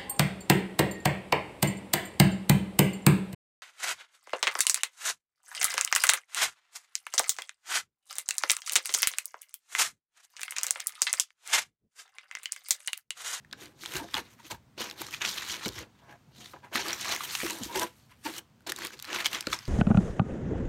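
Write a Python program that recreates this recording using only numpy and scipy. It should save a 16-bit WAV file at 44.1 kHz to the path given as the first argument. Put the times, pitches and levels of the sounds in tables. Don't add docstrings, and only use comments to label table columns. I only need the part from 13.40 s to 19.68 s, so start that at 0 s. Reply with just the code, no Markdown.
import sys
import numpy as np
from scipy import signal
from scipy.fft import rfft, irfft
from scipy.io import wavfile

SR = 44100
rng = np.random.default_rng(int(sys.argv[2]) if len(sys.argv) > 2 else 0)


def to_wav(s):
    ch = np.atleast_2d(s).T
    pcm = np.round(np.clip(ch, -1, 1) * 32767)
    wavfile.write(sys.argv[1], SR, pcm.astype(np.int16))


def how_loud(loudness_db):
    steps = np.asarray(loudness_db, float) / 20
    return 10 ** steps


N = 276941


def rms_one(x):
    return x / np.sqrt(np.mean(x ** 2) + 1e-20)


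def at_hz(points, hz):
    points = np.array(points)
    return np.interp(np.log(hz), np.log(points[:, 0]), points[:, 1])


def drift(rate_hz):
    r = np.exp(-2 * np.pi * rate_hz / SR)
    settle = 9000
    wander = signal.lfilter([1], [1, -2 * r, r * r], rng.standard_normal(N + settle))
    return rms_one(wander[settle:])


def resonate(x, hz, width_hz):
    r = np.exp(-np.pi * width_hz / SR)
    feed = np.array([1, 0, -1]) * (1 - r * r) / 2
    return signal.lfilter(feed, [1, -2 * r * np.cos(2 * np.pi * hz / SR), r * r], x)


def band(x, low_hz, high_hz):
    return signal.sosfilt(signal.butter(2, [low_hz, high_hz], "band", fs=SR, output="sos"), x)


def high_pass(x, cut_hz):
    return signal.sosfilt(signal.butter(4, cut_hz, "high", fs=SR, output="sos"), x)


def add(out, start_s, sound):
    i = max(round(start_s * SR), 0)
    out[i:i + len(sound)] += sound[:N - i]


def grains(per_s, spread_db, clumps):
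    sizes = how_loud(spread_db * np.minimum(rng.exponential(1, N), 5)) * rng.choice([-1, 1], N)
    happens = rng.random(N) < per_s * clumps / SR
    return sizes * happens + 1e-18


def flurries(per_s, spread_db):
    fade = np.exp(-1 / (0.0017 * SR))
    bursts = signal.lfilter([1], [1, -fade], np.abs(grains(per_s, spread_db, 0.94)))
    thickness = 0.6 + bursts
    return thickness / thickness.mean()


def spurts(rows, lift_db):
    peak_s, rise_s, fall_s, level_db, _ = np.transpose(rows)[:, :, None]
    drop_db, bend = 20, 1.45
    t = np.arange(0, N + 32, 32) / SR
    before = (peak_s - t) / np.maximum(rise_s, 0.002)
    after = (t - peak_s) / np.maximum(fall_s, 0.002)
    away = np.where(t < peak_s, before, after)
    peak_db = level_db + np.asarray(lift_db)[:, None]
    power = how_loud(2 * (peak_db - drop_db * away ** bend)).sum(axis=0)
    return np.interp(np.arange(N) / SR, t, 10 * np.log10(power + 1e-12))


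# pitch_hz [Hz], level_db [dB per Hz]
ROOM_TONE_SPECTRUM = [(30, -14), (130, 3), (178, -5), (238, -3), (344, -16), (1030, -19), (2460, -26),
                      (5500, -30.5), (15800, -39)]


def room_tone():
    hz = np.maximum(np.fft.rfftfreq(N, 1 / SR), 10)
    shaped = rfft(rng.standard_normal(N)) * how_loud(at_hz(ROOM_TONE_SPECTRUM, hz))
    return how_loud(-62) * rms_one(irfft(shaped, N))


# start_s [s], peak_db [dB], ring_hz [Hz],
# bright_edge_db [dB]
PAPER_SNAPS = [(0.1285, -25, 3780, -45), (0.1329, -30.5, 1590, -33), (0.436, -29.5, 1600, -9),
               (0.048, -45, 1840, -40), (0.5547, -22.5, 2900, -22), (0.5657, -21, 3930, -2),
               (0.6877, -35, 1600, -18), (0.7428, -14.5, 3470, -19), (0.7513, -20, 3500, -34),
               (0.7683, -23, 2870, -22), (0.7807, -22, 2220, -7), (1.052, -40.5, 2610, -32),
               (0.5378, -27, 1830, 2), (0.1125, -40, 3470, -25), (1.4129, -24, 1070, 0),
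               (1.499, -27, 4230, -15), (1.5116, -23, 3400, -24), (1.6172, -20.5, 900, 2),
               (1.1173, -27, 7500, -7), (1.739, -25.5, 2440, -28), (0.46, -22.5, 3460, -27),
               (1.8209, -24, 3570, -42), (1.8505, -17, 3500, -42), (1.9835, -21.5, 3000, -34),
               (2.1422, -22, 3180, -11), (2.2584, -21, 2190, -3), (2.2818, -21, 5400, -1),
               (2.289, -24.5, 3720, -5), (2.3839, -30, 1880, -32),
               (3.355, -20, 1230, -30), (3.3612, -17.5, 1790, 0), (3.3708, -21, 1680, -33),
             (3.3777, -21, 2260, -22), (3.464, -23, 1190, -4), (3.4833, -21, 4360, 1),
             (3.507, -21, 3600, -12), (3.531, -16.5, 5930, -19), (6.0712, -23, 1360, -23),
             (3.807, -23.5, 1170, -25), (3.952, -15, 2820, -20), (4.002, -22.5, 2330, -21),
             (4.0662, -23.5, 2000, -20), (4.099, -21.5, 2800, -1), (4.1075, -20.5, 6600, -3),
             (4.235, -18, 6940, -8), (4.396, -15, 3630, 6), (4.9824, -23.5, 5770, -24),
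               (5.27, -27.5, 6980, -27), (5.2998, -18.5, 3830, 0), (5.3207, -17.5, 1840, -1.5),
              (5.3625, -24, 3800, 2), (5.4104, -32, 2090, -35), (5.4494, -21, 1950, 4),
              (5.47, -24, 4570, -2), (6.1285, -17, 1330, -21), (5.599, -25.5, 3430, -1),
              (5.625, -24.5, 3900, 7), (5.651, -28.5, 4100, -8), (6.117, -28, 4330, -19),
              (5.846, -19, 2100, -7), (5.8524, -19, 3000, -15), (5.8588, -9.5, 3300, -34),
              (5.865, -13, 2220, -2), (5.931, -20.5, 2750, -5), (5.9468, -20, 3240, -38.5),
              (5.9542, -23.5, 2036, -25), (6.0081, -17.5, 5230, -1), (6.07, -19, 4150, -26),
              (6.131, -15, 3440, -25), (6.1895, -27, 5200, -16), (6.254, -35, 4830, -31.5),
               (0.2574, -37, 4350, -9.0), (0.4532, -28.5, 2200, -13), (0.521, -28, 3010.0, -5),
              (0.5696, -24.5, 1650, 7), (1.3788, -37, 2710.0, -26), (1.418, -23, 1000, 2),
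              (1.4415, -32, 2500.0, -4), (1.6671, -28, 4300, -7), (1.686, -37, 1240, -12.0),
              (1.7095, -31.5, 3230.0, 2), (1.746, -23.5, 3470, -24), (1.766, -37, 3340.0, -17),
              (1.8174, -24, 2330, -25), (1.8597, -24, 2880, -23), (1.919, -37, 5790.0, -6),
              (5.2065, -50.5, 1500, -6), (2.0887, -28, 4010.0, 7), (2.1162, -30, 4310.0, -4),
              (2.2457, -40, 3380.0, -10), (2.2617, -34, 4360, -14), (2.3222, -37, 5810.0, -6),
              (2.3337, -38, 3810.0, -9.0), (2.3892, -28, 2030, 0), (2.4006, -37, 2020.0, -18),
              (2.7258, -53, 1510.0, -24), (6.041, -38, 1500, -30), (3.0593, -33.5, 3820, -24),
              (5.221, -58, 3300, 8),
               (3.3572, -17.5, 1970, -18), (3.393, -27, 970, -13), (3.404, -28, 2440, -3),
             (3.458, -28, 1260, -18), (3.513, -27, 1550, -11), (3.522, -26, 2100, -14),
             (3.546, -28, 3790, -5.0), (3.568, -37, 3660, -10.0), (3.6102, -28, 7000, 8),
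             (3.614, -30, 3320.0, -13), (3.6295, -25, 4000, -13), (3.6463, -25, 2000, -13),
             (3.656, -25, 1090, -10), (3.663, -28, 4330, -6.0), (3.683, -23, 3970, -9.0),
             (3.6926, -22, 2090.0, -1), (3.709, -28, 2380, -2), (3.714, -18, 3740, -13),
             (3.749, -22, 5470, -1), (3.7626, -18, 2090, -3), (4.0147, -23.5, 1740, -21),
             (4.049, -30, 2760.0, -15), (4.082, -25, 2680, -5), (4.4326, -22.5, 5600, -5),
             (4.9914, -35, 2990.0, -18), (5.273, -30, 2480, 7), (5.278, -31, 3000.0, 12),
             (5.295, -21, 3920, -7), (5.379, -34, 1570.0, -1), (5.386, -30, 1570, -21),
             (5.388, -27.5, 1080, -1), (5.42, -27, 1960.0, -12), (5.462, -29, 4000.0, -8.0),
             (5.477, -38, 2630.0, -14), (5.506, -35.5, 1580, -15), (5.582, -43, 4390.0, -11),
             (5.592, -33, 4330, -16), (5.645, -31.5, 1760, -8), (5.7304, -19.5, 2780.0, -29),
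             (5.747, -22, 1410, -7), (5.761, -20.5, 2380, -15), (5.7868, -23, 2050.0, -17.0),
             (5.7904, -30.0, 2410.0, -6), (5.8022, -23.5, 1710, -15), (5.8781, -30, 3010.0, -9),
             (6.026, -33, 2500, -9), (6.1029, -29, 1550.0, -4), (6.144, -22.5, 5460, -37)]


def crease_snaps():
    out, t = np.zeros(N), np.arange(600) / SR
    rows = PAPER_SNAPS
    lead_s, swell_s, die_s = 0.002, 0.0005, 0.0013
    swell = np.exp(-np.maximum(lead_s - t, 0) / swell_s - np.maximum(t - lead_s, 0) / die_s)
    flip = 4.15 * (np.abs(t - lead_s) < 0.5 / SR)
    for (start_s, peak_db, hz, edge_db), noise in zip(rows, rng.standard_normal((len(rows), 600))):
        burst = (noise + flip) * swell
        rustle = noise[::-1] * swell
        ring = rms_one(resonate(burst, hz, hz / 11.5))
        low_ring = rms_one(resonate(rustle, hz * 0.37 + 500, 800))
        broad = rms_one(band(burst, max(hz * 0.12, 900), min(hz * 1.66, 8000)))
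        body = ring + 0.35 * low_ring + 0.5 * broad
        pop = rms_one(body) + how_loud(edge_db) * rms_one(band(rustle, 3000, 12800))
        add(out, start_s - lead_s, how_loud(peak_db + 0.5) * pop / np.abs(pop).max())
    return high_pass(out, 720)


# fade_s [s], air_push_db [dB]
BOX_BUMPS = [(0.124, -49.5, 261, 0.16, -61), (0.55, -38, 150, 0.096, -42.5), (0.741, -36, 884, 0.13, -46),
             (0.813, -44, 265, 0.064, -62), (1.105, -38.5, 915, 0.044, -45),
             (1.377, -39.5, 348, 0.067, -55), (1.608, -37, 330, 0.056, -56), (2.26, -28.5, 211, 0.091, -42),
             (2.363, -43.5, 372, 0.11, -43.5), (2.977, -53.5, 214, 0.41, -79),
             (3.138, -42, 560, 0.041, -85), (3.135, -40, 1250, 0.035, -85), (3.352, -35.5, 257, 0.15, -48),
             (4.033, -27.5, 277, 0.038, -66), (4.211, -36.5, 198, 0.089, -43.5),
             (4.354, -39, 865, 0.092, -44.5), (4.859, -37, 830, 0.037, -64), (4.049, -54, 342, 0.28, -52),
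             (6.0724, -23, 293, 0.026, -41)]


def box_bumps():
    out, t = np.zeros(N), np.arange(8000) / SR
    noises = rng.standard_normal((len(BOX_BUMPS), 8000))
    for (start_s, peak_db, hz, fade_s, air_db), noise in zip(BOX_BUMPS, noises):
        fade = (1 - np.exp(-t / 0.00025)) * how_loud(-60 * t / max(fade_s, 0.02))
        tone = np.sin(2 * np.pi * hz * t)
        overtone = 0.19 * (hz < 500) * np.sin(2 * np.pi * 2.3 * hz * t)
        rough = 0.6 * rms_one(band(noise, hz * 0.96, hz * 1.92))
        puff = (1 - np.exp(-t / 0.025)) * np.exp(-t / 0.028)
        air = rms_one(band(noise, 40, 135)) * puff
        add(out, start_s, how_loud(peak_db) * fade * (tone + overtone + rough) + how_loud(air_db + 6.5) * air)
    return out


# pitch_hz [Hz], level_db [dB per Hz]
PAPER_SPECTRUM = [(590, -34), (1000, 1), (1780, -6), (2090, -1), (2550, 5), (3360, -7.5), (4330, -3),
                  (4810, -15.5), (6060, -5.5), (10400, 2), (11800, 0.5), (13400, -12), (15800, 15)]


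def crackle(level_db, low_hz, high_hz, per_s, cycles, clumps, spread_db):
    clicks = grains(per_s, spread_db, clumps)
    dealt = rng.integers(0, 10, N)
    rings = np.zeros(N)
    for k, hz in enumerate(np.geomspace(low_hz, high_hz, 10)):
        ring = rms_one(resonate(clicks * (dealt == k), hz, hz / cycles))
        colour = how_loud(at_hz(PAPER_SPECTRUM, hz)) * np.sqrt(hz / cycles)
        rings += colour * how_loud(3.7 * drift(17.3)) * ring
    return how_loud(level_db) * rms_one(band(rings, low_hz * 0.94, high_hz * 0.89))


def waft(creases_db):
    return how_loud(creases_db - 18) * rms_one(band(rng.standard_normal(N), 47, 305))


# peak_s [s], rise_s [s], fall_s [s], level_db [dB], small_db [dB]
RIGHT_SHEET = [(.127, 0.0044, 0.035, -52, -14), (.22, 0.05, 0.096, -50.5, -2.5),
               (.43, 0.061, 0.42, -54.5, 5), (.571, 0.11, 0.044, -38.5, -3), (.72, 0.084, .05, -57.5, -2),
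               (.743, 0.0097, 0.068, -37.5, -10), (.786, 0.067, 0.035, -39.5, -2.5),
               (.86, .05, .06, -63, -1), (.915, .05, .07, -61, -2), (1.0, .04, .05, -61, -2),
               (1.065, .05, .05, -57, 2), (1.113, 0.015, 0.025, -43, 4), (1.147, .02, .03, -57, -2)]
# peak_s [s], rise_s [s], fall_s [s], level_db [dB], small_db [dB]
LEFT_SHEET = [(1.379, 0.002, .1, -43.5, -0.5), (1.403, 0.025, 0.13, -40.5, 0),
              (1.604, 0.047, .18, -47.5, 2.5), (1.748, 0.066, 0.057, -45, 0),
              (1.816, 0.0084, 0.12, -33, -15), (1.821, .008, .01, -35, 2), (1.872, 0.062, 0.12, -42.5, 8),
              (1.981, .012, .012, -37, 2), (2.03, 0.22, 0.12, -43.5, 1.5), (2.11, 0.052, 0.11, -41, 3.5),
              (2.231, 0.26, 0.033, -45, -6), (2.265, .05, 0.03, -46.5, 8.5), (2.399, 0.15, 0.056, -47, 0.5),
              (2.6, 0.27, 0.56, -72, -3), (2.719, 0.1, 0.061, -59.5, -8)]
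# peak_s [s], rise_s [s], fall_s [s], level_db [dB], small_db [dB]
FAR_LIFT = [
    (3.027, 0.098, 0.16, -57, 6),
    (3.141, 0.0028, 0.072, -61, -26),
    (3.247, 0.026, 0.065, -55, -11.5),
    (3.329, 0.0076, 0.28, -39, -21),
    (3.352, 0.027, 0.21, -41.5, 4.5),
    (3.48, 0.063, 0.18, -42, 1),
    (3.615, 0.039, 0.046, -48, 11),
    (3.73, 0.19, 0.062, -36.5, 1.5),
]
# peak_s [s], rise_s [s], fall_s [s], level_db [dB], small_db [dB]
FAR_FOLD = [
    (3.835, 0.085, 0.048, -40, -2),
    (3.92, 0.088, 0.2, -42, 1),
    (4.07, 0.21, 0.19, -42, 1.5),
    (4.58, 0.12, 0.27, -74, 4),
    (4.25, 0.085, 0.059, -51.5, 6.5),
    (4.361, 0.022, 0.12, -41, 1),
    (4.424, 0.16, 0.057, -38.5, -2),
    (4.715, 0.029, 0.05, -58.5, -9),
    (4.863, 0.03, 0.077, -41.5, -2),
    (4.987, 0.15, 0.017, -48.5, 1.5),
]
# peak_s [s], rise_s [s], fall_s [s], level_db [dB], small_db [dB]
NEAR_SHEET = [(5.266, 0.0013, 0.065, -45, 1), (5.294, 0.012, 0.031, -39, -1.5),
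              (5.45, 0.11, 0.054, -42.5, -0.5), (5.535, 0.021, 0.025, -46, -3),
              (5.57, 0.35, 0.19, -61.5, 0), (5.724, 0.11, 0.1, -41.5, -5.5),
              (5.747, 0.021, 0.057, -34.5, -1), (5.862, 0.022, 0.028, -38.5, 6),
              (5.803, 0.024, 0.063, -38, -2.5), (5.94, 0.053, 0.081, -37.5, 0),
              (6.086, 0.065, 0.3, -48.5, -1), (6.131, 0.02, 0.047, -37.5, 2),
              (6.275, 0.056, 0.076, -62, 6.5)]
CRINKLE_DB = [
    -3,
    -6,
    -5.5,
    0,
    -6.5,
]


def moving_sheets(clumps):
    sheets = [RIGHT_SHEET, LEFT_SHEET, FAR_LIFT, FAR_FOLD, NEAR_SHEET]
    moves = np.vstack(sheets)
    small_db = moves[:, -1]
    fine_db = np.repeat(CRINKLE_DB, [len(sheet) for sheet in sheets])
    folds_db = spurts(moves, 0 * small_db)
    creases_db = spurts(moves, small_db)
    crinkle_db = spurts(moves, fine_db + 0.84 * small_db)
    folds = crackle(folds_db, 912, 3125, 5000, 1.3, clumps, 1.6)
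    creases = crackle(creases_db, 3020, 7120, 8200, 9.3, clumps, 1.6)
    crinkle = crackle(crinkle_db, 5530, 14820, 12000, 2.3, clumps, 0.48)
    return folds + creases + crinkle + waft(creases_db)


def box(x, modes):
    return sum(how_loud(db) * resonate(resonate(x, hz, 2 * width), hz, width) for hz, width, db in modes)


def rubbing(level_db, modes, clumps):
    slips = grains(2000, 3.5, clumps)
    return box(how_loud(level_db) * slips, modes) / box(slips, modes).std()


# pitch_hz [Hz], width_hz [Hz], level_db [dB]
PANELS = [
    (229.7, 29, 4),
    (330, 84, 6.5),
    (378, 98, 3),
    (468.5, 61, 2),
]
# pitch_hz [Hz], width_hz [Hz], level_db [dB]
HOLLOW = [
    (690, 148, 7),
    (842, 79, 11),
    (956, 112, 9),
    (1609, 182, 4.5),
    (2220, 26, -16),
]
# peak_s [s], rise_s [s], fall_s [s], level_db [dB],
# hollow_over_panels_db [dB]
CARD_RUBS = [(.22, 0.084, 0.13, -55, -4.5), (.571, 0.06, 0.1, -50.5, 5.5), (.65, 0.28, 0.057, -49, -5),
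             (.743, 0.0052, 0.3, -62, -4.5), (.786, 0.052, 0.028, -46, 3), (1.06, 0.065, 0.043, -63.5, -20),
             (1.113, 0.014, 0.031, -43, 3.5), (1.381, 0.0045, 0.24, -48.5, 0),
             (1.41, 0.034, 0.023, -42, -5), (1.606, 0.071, 0.35, -56.5, -2), (1.816, 0.0081, 0.37, -53, 1),
             (2.151, 0.067, 0.18, -54, -1), (2.266, 0.031, 0.066, -43.5, -4.5),
             (2.399, 0.041, 0.092, -50, -4), (2.735, 0.15, 0.035, -61, 9.5),
             (3.028, 0.18, 0.23, -67.5, 2), (3.14, .005, 0.058, -53, 2), (3.245, 0.032, 0.05, -58.5, 8),
            (3.329, 0.017, 0.23, -44.5, 0), (3.46, 0.093, 0.16, -44.5, 0), (3.73, 0.16, 0.065, -48, 7.5),
            (3.835, 0.067, 0.23, -56.5, -4), (4.05, 0.041, 0.11, -44, -7), (4.15, 0.12, 0.18, -53, 1),
            (4.36, 0.094, 0.061, -43, -1), (4.433, 0.13, 0.035, -38, 0.5), (4.861, 0.0062, 0.051, -39, -2),
            (4.989, 0.14, 0.031, -52, -3.5), (5.266, 0.0028, 0.07, -48.5, 2.5),
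            (5.294, 0.025, 0.036, -44, -22), (5.448, 0.17, 0.058, -48.5, -8), (5.724, 0.057, 0.1, -45, 4),
            (5.53, 0.021, 0.051, -54.5, -7), (5.76, .05, 0.37, -52.5, 4), (5.942, 0.026, 0.049, -45.5, -1),
            (6.086, 0.012, 0.087, -46.5, -27), (6.132, 0.02, 0.042, -56.5, 15.5)]


def box_rubs(clumps):
    rubs = np.array(CARD_RUBS)
    hollow_db = rubs[:, -1]
    panels = rubbing(spurts(rubs, 0 * hollow_db), PANELS, clumps)
    return panels + rubbing(spurts(rubs, hollow_db), HOLLOW, clumps)


# middle_s [s], peak_db [dB], pitch_hz [Hz], length_s [s]
BOX_HUMS = [(0.437, -49, 335, 0.033), (2.753, -58, 690, 0.05), (2.885, -54.5, 149, 0.096),
            (4.221, -31.5, 250, .03), (4.264, -36, 315, 0.017), (4.308, -40, 945, 0.061),
            (4.385, -34, 934, .03), (.56, -41, 368, 0.061), (.565, -38.5, 1583, 0.05),
            (0.608, -41.5, 916, .055), (.62, -44, 280, 0.072), (0.648, -47, 700, 0.037),
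            (.745, -34.5, 1100, 0.013), (.75, -41, 268, .03), (0.767, -35, 857, 0.027),
            (0.783, -34, 912, 0.034), (1.002, -48.5, 940, 0.021), (1.055, -52, 306, .025),
            (1.11, -41, 990, 0.025), (1.12, -43, 309, 0.023), (1.12, -43, 2216, 0.026),
            (1.127, -37, 890, 0.013), (1.149, -49, 1580, 0.019), (1.15, -47.5, 934, .025),
            (2.267, -36, 424, 0.023), (2.304, -50, 407, 0.026), (2.411, -44, 490, .025),
            (3.15, -57, 793, 0.033), (3.024, -59, 719, 0.11), (3.245, -47, 957, 0.044),
            (3.246, -55, 1600, 0.03), (4.053, -33, 348, 0.039), (4.114, -41.5, 952, 0.04),
            (4.141, -42, 333, 0.089), (4.36, -30.5, 872, 0.03), (4.371, -34, 378, .065),
            (4.429, -30.5, 990, 0.071), (4.435, -41, 327, 0.073), (4.719, -56, 1016, 0.03),
            (4.868, -31.5, 896, 0.034), (4.863, -35.5, 303, 0.033), (4.905, -41, 320, 0.043)]


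def box_hums():
    out = np.zeros(N)
    noises = rng.standard_normal((len(BOX_HUMS), 8000))
    for (middle_s, peak_db, hz, length_s), noise in zip(BOX_HUMS, noises):
        t = np.arange(min(round(length_s * SR), 8000)) / SR
        wobble = 0.31 * rms_one(resonate(noise, hz, hz / 3.8))[:len(t)]
        tone = np.sin(2 * np.pi * hz * t) + wobble
        swell = np.sin(np.pi * t / length_s) ** 2
        add(out, middle_s - length_s / 2, how_loud(peak_db) * swell * tone)
    return out


def room(x):
    fade_s, wall_cut_hz = 0.19, 4300
    t = np.arange(round(0.5 * SR)) / SR
    dull = np.exp(-2 * np.pi * wall_cut_hz / SR)
    tail = signal.lfilter([1], [1, -dull], rng.standard_normal(len(t)))
    tail = tail * how_loud(-60 * t / fade_s) * (t > 0.004)
    return signal.fftconvolve(x, tail / np.linalg.norm(tail))[:N]


def scene():
    clumps = flurries(200, 2.0)
    near = crease_snaps() + box_bumps() + moving_sheets(clumps) + box_rubs(clumps) + box_hums()
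    return (room_tone() + near + how_loud(-19.5) * room(near))[None]


def roll_off(x):
    return signal.sosfilt(signal.butter(12, 16850, fs=SR, output="sos"), x)


# pitch_hz [Hz], width_hz [Hz], depth [0-1]
MIC_NOTCH = (10580, 2100, 0.54)


def record(dry):
    hz, width_hz, depth = MIC_NOTCH
    x = dry - depth * resonate(dry, hz, width_hz)
    x = high_pass(x, 48)
    x = signal.sosfilt(signal.cheby2(18, 45, 16130, fs=SR, output="sos"), x)
    return roll_off(x)


dry = scene()
out = record(dry)
to_wav(out)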